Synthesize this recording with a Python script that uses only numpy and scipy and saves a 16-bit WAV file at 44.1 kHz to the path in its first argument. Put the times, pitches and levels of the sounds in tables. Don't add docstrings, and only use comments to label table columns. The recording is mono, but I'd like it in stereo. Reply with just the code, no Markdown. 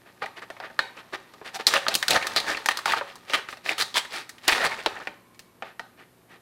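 import sys
import numpy as np
from scipy import signal
from scipy.fft import rfft, irfft
from scipy.io import wavfile
from scipy.ndimage import uniform_filter1d

SR = 44100
rng = np.random.default_rng(int(sys.argv[2]) if len(sys.argv) > 2 else 0)


def inscribe(sig):
    pcm = np.round(np.clip(np.atleast_2d(sig).T, -1, 1) * 32767)
    wavfile.write(sys.argv[1], SR, pcm.astype(np.int16))


N = 282681
TAPS = 4096
BINS = np.fft.rfftfreq(TAPS, 1 / SR)
PACK_PAN_DB = 0.5


def gain_of(db):
    return 10 ** (np.asarray(db) / 20)


def evened(x):
    return x / np.sqrt(np.mean(x ** 2) + 1e-20)


def read(points, hz):
    f, value = np.transpose(points)
    return np.interp(np.log(hz + 1), np.log(f + 1), value)


def add(mix, start_s, sound, pan_db):
    part = mix[:, max(round(start_s * SR), 0):][:, :sound.shape[1]]
    part += sound[:, :part.shape[1]] * gain_of([[pan_db / 2], [-pan_db / 2]])


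def noise_pair(size, same):
    common, left, right = rng.standard_normal((size, 3)).T
    same = np.clip(same, 0, 1)
    return np.sqrt(same) * common + np.sqrt(1 - same) * np.array([left, right])


# pitch_hz [Hz], level_db [dB per Hz]
AIR_SPECTRUM = [(25, -23.5), (60, -8.5), (115, -5), (250, -0.5), (400, -4), (700, -8.5), (1100, -13.5),
                (2500, -18), (6200, -23.5), (12200, -19.5), (14600, -22.5), (15500, -66)]
AIR_DB = -58.5
# pitch_hz [Hz], correlation [0-1]
AIR_LIKENESS = [(50, 0.3), (200, 0.12), (1000, 0.7), (4000, 0), (12000, 0)]
# pitch_hz [Hz], level_db [dB rms]
HUM_TONES = [(119, -70), (178, -73), (240, -70.5), (360, -70)]


def background(waver_hz=5):
    hz, t = np.fft.rfftfreq(N, 1 / SR), np.arange(N) / SR
    left, other = rfft(rng.standard_normal((2, N)))
    same = np.clip(read(AIR_LIKENESS, hz), 0, 1)
    right = same * left + np.sqrt(1 - same ** 2) * other
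    air = irfft(np.array([left, right]) * gain_of(read(AIR_SPECTRUM, hz)), N)
    hum = np.zeros(N)
    for pitch_hz, level_db in HUM_TONES:
        drift = evened(uniform_filter1d(rng.standard_normal(N), size=3000))
        cycles = pitch_hz * t + waver_hz * np.cumsum(drift) / SR
        hum += np.sqrt(2) * gain_of(level_db) * np.sin(2 * np.pi * cycles)
    return gain_of(AIR_DB) * evened(air) + hum


# pitch_hz [Hz], t60_s [s]
ROOM_DECAY = [(120, 0.86), (400, 0.36), (1000, 0.52), (2000, 0.43), (4000, 0.34), (8000, 0.36),
              (15000, 0.34)]
# pitch_hz [Hz], level_db [dB]
ROOM_TINT = [(100, -7.5), (400, -3), (1500, -6), (4000, -4), (8000, -5), (15000, -6.5)]


def room(x, first_s=0.0029, same=0.48):
    hz, t, bands = signal.stft(noise_pair(SR * 3 // 4, same), SR, nperseg=256)
    fall_db = -60 * t / read(ROOM_DECAY, hz)[:, None]
    bands = bands * gain_of(read(ROOM_TINT, hz)[:, None] + fall_db)
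    tail = signal.istft(bands, SR, nperseg=256)[1]
    tail = tail * (1 - np.exp(-(np.arange(tail.shape[1]) / SR / first_s) ** 2))
    return signal.fftconvolve(x, tail / np.linalg.norm(tail[0]), axes=1)[:, :N]


# pitch_hz [Hz], left_lead_rad [radians]
PORT_LEAD = [(300, -0.42), (860, -0.21), (1900, 0.24), (4000, -1.2), (5500, 0.94), (15000, 1)]
# pitch_hz [Hz], left_minus_right_db [dB]
PORT_LEVELS = [(100, 1.5), (400, -1), (800, -0.5), (1400, -1), (2000, 2), (2800, 4), (3800, 4),
               (5000, -0.5), (8000, 0.5), (14000, 0.5)]
# pitch_hz [Hz], gain_db [dB]
STEREO_WIDTH = [(80, 2), (300, -7.5), (1000, 2), (2000, 1), (4000, 5.5), (12000, 3.5)]


def ports(x):
    hz = np.fft.rfftfreq(N, 1 / SR)
    left, right = rfft(x)
    mid = (left + right) / 2
    side = (left - right) / 2 * gain_of(read(STEREO_WIDTH, hz))
    half = gain_of(read(PORT_LEVELS, hz) / 2) * np.exp(.5j * read(PORT_LEAD, hz))
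    return irfft(np.array([(mid + side) * half, (mid - side) / half]), N)


# pitch_hz [Hz], level_db [dB per Hz]
SHELL_SPECTRUM = [(30, -18.5), (110, -16), (250, -8.5), (400, -4.5), (750, -6), (1200, -2.5), (1800, 0.86),
                  (2900, -4.5), (4300, -5.5), (6500, -15.5), (9500, -19.5), (14000, -28)]
# pitch_hz [Hz], width_hz [Hz], lift_db [dB]
SHELL_RESONANCES = [(562, 80, 3.5), (653.4, 40, 5), (783, 110, 6.5), (903.5, 23, 7), (1226, 65, 7.5),
                    (1442, 43, 2), (1610, 70, 1), (1828, 110, 4), (2260, 98, 0)]


def shell(force, bass_db, treble_db, large_hz, large_db, small_hz, small_db,
          bass_hz=500, treble_hz=3500, octaves=0.24):
    db = read(SHELL_SPECTRUM, BINS)
    for pitch_hz, width_hz, lift_db in SHELL_RESONANCES:
        db = db + lift_db / (1 + (2 * (BINS - pitch_hz) / width_hz) ** 2)
    db = db + bass_db / (1 + (BINS / bass_hz) ** 2)
    db = db + treble_db / (1 + (treble_hz / (BINS + 1)) ** 3)
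    for panel_hz, lift_db in (large_hz, large_db), (small_hz, small_db):
        db = db + lift_db / (1 + (np.log2((BINS + 1) / panel_hz) / octaves) ** 2)
    log_gain = np.log(gain_of(np.r_[db, db[-2:0:-1]]))
    ring = np.fft.ifft(np.exp(np.conj(signal.hilbert(log_gain)))).real[:TAPS // 2]
    return signal.oaconvolve(force, ring[None], axes=1)


def sweep(size, smear_s):
    return irfft(np.exp(-4j * np.pi * smear_s * np.sqrt(2000 * BINS)))[:size]


def crackle(size, per_s, spread_db, rub, same, ping=1.0, ping_per_s=70, cycles=1.75, smear_s=0.000596):
    t = np.arange(SR // 60) / SR

    def scatter(shape, rate):
        strength = np.minimum(rng.exponential(1, size), 3)
        struck = rng.random(size) < rate / SR
        clicks = struck * gain_of(spread_db * strength) * np.sign(noise_pair(size, same))
        return signal.oaconvolve(clicks, shape[None], axes=1)[:, :size]

    cracks = scatter(sweep(len(t), smear_s), per_s)
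    pings = np.zeros((2, size))
    for hz in np.geomspace(500, 12000, num=9) * rng.uniform(.85, 1.15, size=9):
        pings += scatter(hz * np.sin(2 * np.pi * hz * t) * np.exp(-hz * t / cycles), ping_per_s)
    return evened(cracks) + ping * evened(pings) + rub * noise_pair(size, same)


def squeeze(t, length_s, rise_share, release_share):
    span = max(length_s, .008)
    swell = 1 + np.tanh(t / (rise_share * span))
    release = 1 - np.tanh((t - span) / (release_share * span))
    return swell * release / 4


def stroke(grain, pressure, *colour):
    sound = shell(grain * pressure, *colour)
    return sound / np.sqrt(np.mean(sound ** 2, 0).sum() / np.sum(pressure ** 2))


# pitch_hz [Hz], width_hz [Hz], level_db [dB rms at full swell]
WHISTLE_BANDS = [(1048, 103, -65), (2250, 90, -73)]


def thin_whistle(start_s=5.15, length_s=0.42, rise_share=0.0615, release_share=0.14):
    hz, t = np.fft.rfftfreq(N, 1 / SR), np.arange(N) / SR
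    noise = rfft(noise_pair(N, same=0.66))
    whistle = np.zeros((2, N))
    for pitch_hz, width_hz, level_db in WHISTLE_BANDS:
        band = irfft(noise / (1 + (2 * (hz - pitch_hz) / width_hz) ** 2), N)
        whistle += gain_of(level_db) * evened(band)
    return whistle * squeeze(t - start_s, length_s, rise_share, release_share)


# time_s [s], level_db [dB before the layer trim]
GRIP_LEVEL = [(0, -60), (0.55, -55.5), (1.35, -54.5), (1.64, -54.5), (1.83, -38.5), (2.0, -43), (2.33, -35),
              (2.57, -35.5), (2.63, -42.5), (2.95, -46), (3.25, -53.5), (3.75, -59), (4.4, -56),
              (4.55, -28), (4.76, -40.5), (5.02, -45), (5.25, -65.5), (6.41, -67)]


def handling(trim_db=-2):
    force = crackle(N, per_s=130, spread_db=4.5, rub=3.1, same=.8, ping=2.3, ping_per_s=86, cycles=1.0)
    sound = shell(force, bass_db=7.5, treble_db=3.5, large_hz=1060, large_db=6.0, small_hz=2050, small_db=0)
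    level_db = np.interp(np.arange(N) / SR, *np.transpose(GRIP_LEVEL))
    return evened(sound[:, :N]) * gain_of(level_db + trim_db)


# start_s [s], length_s [s], level_db [dB before the layer trim], treble_db [dB]
SLIDES = [(0.055, 0.045, -49, -11), (0.365, 0.032, -38.5, -4.5), (0.418, 0.024, -36.5, -8),
          (0.625, 0.046, -35, -13), (0.966, 0.042, -40, -6), (1.451, 0.043, -36, -3),
          (1.593, 0.026, -30, -5.5), (1.707, 0.078, -27, 3.5), (1.909, 0.032, -29.5, -1),
          (2.179, 0.13, -36.5, 0), (2.963, 0.03, -26.5, -2), (3.062, 0.063, -43.5, 1),
          (3.289, 0.093, -33.5, 1.5), (3.371, 0.027, -33, -1.5), (3.489, 0.053, -43, 14.5),
          (3.65, 0.057, -33, 6), (4.119, 0.089, -31, 3.5), (4.435, 0.033, -41, 8), (4.539, 0.052, -26, 1),
          (4.781, 0.032, -34.5, -3), (4.96, 0.024, -34.5, -25), (5.002, 0.0318, -38, -31),
          (5.636, 0.078, -45, -9), (5.979, 0.058, -48, -9), (6.3, 0.065, -48, -7.5)]


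def scrapes(trim_db=-1, per_s=800, spread_db=3.0, rub=1.5, same=.85, rise_share=0.19, release_share=0.33,
            bass_db=0.0, large_hz=390, large_db=5, small_hz=2600, small_db=3):
    out = np.zeros((2, N))
    t = np.arange(SR // 3) / SR - .06
    for start_s, length_s, level_db, treble_db in SLIDES:
        grain = crackle(len(t), per_s, spread_db, rub, same)
        pressure = squeeze(t, length_s, rise_share, release_share)
        sound = stroke(grain, pressure, bass_db, treble_db, large_hz, large_db, small_hz, small_db)
        add(out, start_s + t[0], sound * gain_of(level_db + trim_db), PACK_PAN_DB)
    return out


# start_s [s], length_s [s], level_db [dB before the layer trim],
# bass_db [dB], treble_db [dB], large_panel_hz [Hz], small_panel_hz [Hz]
TEARS = [(0.222, 0.026, -27.5, 1.5, -11, 764, 4400), (1.131, 0.026, -27.5, 1, -6.5, 319, 421),
         (1.543, 0.027, -29, 2, 9, 742, 820), (1.673, 0.019, -19.5, -4, 18.5, 950, 4090),
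         (1.749, 0.031, -17.5, -3.5, -3.5, 570, 3000), (2.099, 0.055, -20, 15.5, 12, 746, 2640),
         (2.148, 0.027, -14.5, 8, 1, 1320, 1900), (2.365, 0.024, -17.5, 4.5, 6.5, 3930, 4500),
         (2.474, 0.056, -23, 3, 3.5, 362, 1620), (2.707, 0.016, -21, -4, 3.5, 880, 1920),
         (2.873, 0.068, -23, 4.5, 6, 1020, 2540), (3.338, 0.021, -16.5, -13, -3.5, 320, 2940),
         (3.692, 0.037, -23.5, -3, 0, 320, 2210), (3.789, 0.034, -22.5, 3, 16, 1410, 3300),
         (3.956, 0.036, -17, -6, 10, 1000, 3200), (4.481, 0.026, -14, -11, 0.5, 407, 2470),
         (4.51, 0.032, -19.5, -14, 5.5, 457, 2461), (4.602, 0.039, -21, 1, -5, 654, 1780),
         (4.638, 0.034, -18, 7, 5, 1090, 1890), (4.71, 0.034, -27.5, -16, -8.5, 810, 2260)]
CRUNCH_LARGE_DB, CRUNCH_SMALL_DB = 9, 5.5


def crunches(trim_db=-1, per_s=900, spread_db=2.0, rub=1.0, same=.85, rise_share=0.26, release_share=0.31):
    out = np.zeros((2, N))
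    t = np.arange(SR // 4) / SR - .04
    for start_s, length_s, level_db, bass_db, treble_db, large_hz, small_hz in TEARS:
        grain = crackle(len(t), per_s, spread_db, rub, same)
        pressure = squeeze(t, length_s, rise_share, release_share)
        sound = stroke(grain, pressure, bass_db, treble_db,
                       large_hz, CRUNCH_LARGE_DB, small_hz, CRUNCH_SMALL_DB)
        add(out, start_s + t[0], sound * gain_of(level_db + trim_db), PACK_PAN_DB)
    return out


# start_s [s], level_db [dB rms over the first 15 ms, before pan and ports], bass_db [dB], treble_db [dB],
# large_panel_hz [Hz], small_panel_hz [Hz]
BUCKLES = [(0.221, -29.5, 2, -17, 420, 1130), (0.259, -35, -16, 0, 760, 1880),
           (0.502, -35.5, 7.5, 2, 690, 1630), (0.566, -44.5, -0.5, -10, 1020, 2210),
           (0.601, -35, -8, -17, 760, 5000), (0.7, -44.5, 8, -15.5, 705, 1490),
           (0.791, -17, -7, -4.5, 1510, 4100), (1.337, -47, 10, 6.5, 400, 1120),
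           (1.414, -40.5, 10, -20.5, 400, 1050), (1.668, -11, 9.5, 20.5, 3870, 5300),
           (1.738, -17.5, -8, 8, 1330, 1910), (1.866, -24.5, -1.5, -17, 1320, 3620),
           (1.883, -20, 2.5, 11, 720, 4300), (1.941, -25.5, 4.5, 35.5, 3300, 3830),
           (1.952, -18, 12, 29.5, 1180, 2870), (2.027, -22, -16.5, 10.5, 1520, 2130),
           (2.082, -18.5, 1.5, 23.5, 1440, 4200), (2.107, -18.5, 14, 25, 1390, 3640),
           (2.2125, -34.5, -2, -5, 2100, 2300), (2.2256, -29.5, 2, 3, 2290, 2700),
           (2.244, -34.5, -2, -15, 1800, 2200), (2.269, -26, 7.5, 20.5, 1150, 1620),
           (2.362, -21, 7.5, 15.5, 1320, 4300), (2.401, -28.5, -4, 14, 770, 3790),
           (2.547, -30.5, 6, -12.5, 2400, 2600), (2.571, -29, 0, 2, 1830, 4140),
           (2.6593, -22.5, 1, 20.5, 880, 1730), (2.687, -16.5, -11.5, 5, 814, 1710),
           (2.772, -29, -4.5, 17, 905, 4350), (2.789, -32, -6.5, 9.5, 1130, 1450),
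           (2.8573, -20, -8, 6, 840, 1170), (2.9213, -23, -9.5, 6, 2020, 2540),
           (2.9356, -17.5, -24, -22, 884, 1140), (3.011, -27, -6, -35, 543, 1000),
           (3.156, -44.5, 24, 26, 1036, 1190), (3.298, -34.5, -5.5, 3, 553, 2970),
           (3.335, -22.5, -6, 0.5, 343, 2480), (3.487, -33.5, 3, -1, 1320, 2620),
           (3.527, -36, 8.5, -6, 1190, 2070), (3.571, -46, -1, 8, 600, 1900),
           (3.661, -30.5, -13.5, -9.5, 318, 1980), (3.692, -23.5, -17.5, 5, 2380, 2830),
           (3.781, -30, 0.5, 16, 1400, 3120), (3.811, -22, -16.5, 9, 1430, 4070),
           (3.822, -23.5, 4, 16, 1340, 4500), (3.9423, -32, 11.5, 13, 3300, 4360),
           (4.05, -38, 8.5, 9, 1500, 1790), (4.293, -38.5, -10, 25.5, 1420, 1840),
           (4.3824, -48, 6.5, 12, 1800, 2950), (4.480, -17, 2.5, 20.5, 384, 1620),
           (4.521, -26, 15, 0.5, 890, 2370), (4.58, -28, -3.5, -12.5, 1000, 1890),
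           (4.654, -25.5, 2.5, -2, 1200, 2370), (4.861, -18, -0.5, -7, 443, 3800),
           (5.072, -28.5, -4.5, -12, 323, 2390), (5.346, -58.5, 10, 21, 1110, 2380),
           (5.393, -43.5, 25, 30, 1757, 2677), (5.623, -31, 2, -13, 730, 2510),
           (5.795, -31, 0.5, -2.5, 780, 1540)]
SNAP_LARGE_DB, SNAP_SMALL_DB = 12.5, 10.5
SNAP_T60_S, SNAP_MIDDLING_DB, SNAP_SHORTER_PER_DB = 0.035, -20.5, 0.015


def snaps(panel_share, flutter=1.92, same=0.58, smear_s=0.0005214, rise_s=0.00035,
          slow_hz=900, slow_stretch=2.15):
    out, t = np.zeros((2, N)), np.arange(SR // 6) / SR
    lowpass = signal.butter(2, slow_hz, fs=SR)
    large_db, small_db = panel_share * SNAP_LARGE_DB, panel_share * SNAP_SMALL_DB
    for start_s, level_db, bass_db, treble_db, large_hz, small_hz in BUCKLES:
        t60 = SNAP_T60_S * np.exp(SNAP_SHORTER_PER_DB * (SNAP_MIDDLING_DB - level_db))
        fall_db = -60 * t / t60
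        noise = noise_pair(len(t), same) * (1 - np.exp(-t / rise_s))
        slow = signal.filtfilt(*lowpass, noise, padtype=None)
        force = (noise - slow) * gain_of(fall_db) + slow * gain_of(fall_db / slow_stretch)
        force = flutter * force / np.linalg.norm(force[0])
        force[:, :TAPS // 2] += sweep(TAPS // 2, smear_s)
        sound = shell(force, bass_db, treble_db, large_hz, large_db, small_hz, small_db)
        early_rms = np.sqrt(np.mean(sound[:, :round(.015 * SR)] ** 2))
        add(out, start_s, sound / early_rms * gain_of(level_db), PACK_PAN_DB)
    return out


def scene(room_db=-12):
    crackling = crunches() + scrapes() + handling()
    direct = snaps(panel_share=0.83) + crackling
    reflected = room(snaps(panel_share=0.43) + crackling)
    return ports(direct + gain_of(room_db) * reflected) + thin_whistle() + background()


def record(dry, edge_hz=15900):
    rounded = np.tanh(dry)
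    lowpass = signal.firwin(255, edge_hz, window=("kaiser", 9), fs=SR)
    return signal.oaconvolve(rounded, lowpass[None], "same")


dry = scene()
out = record(dry)
inscribe(out)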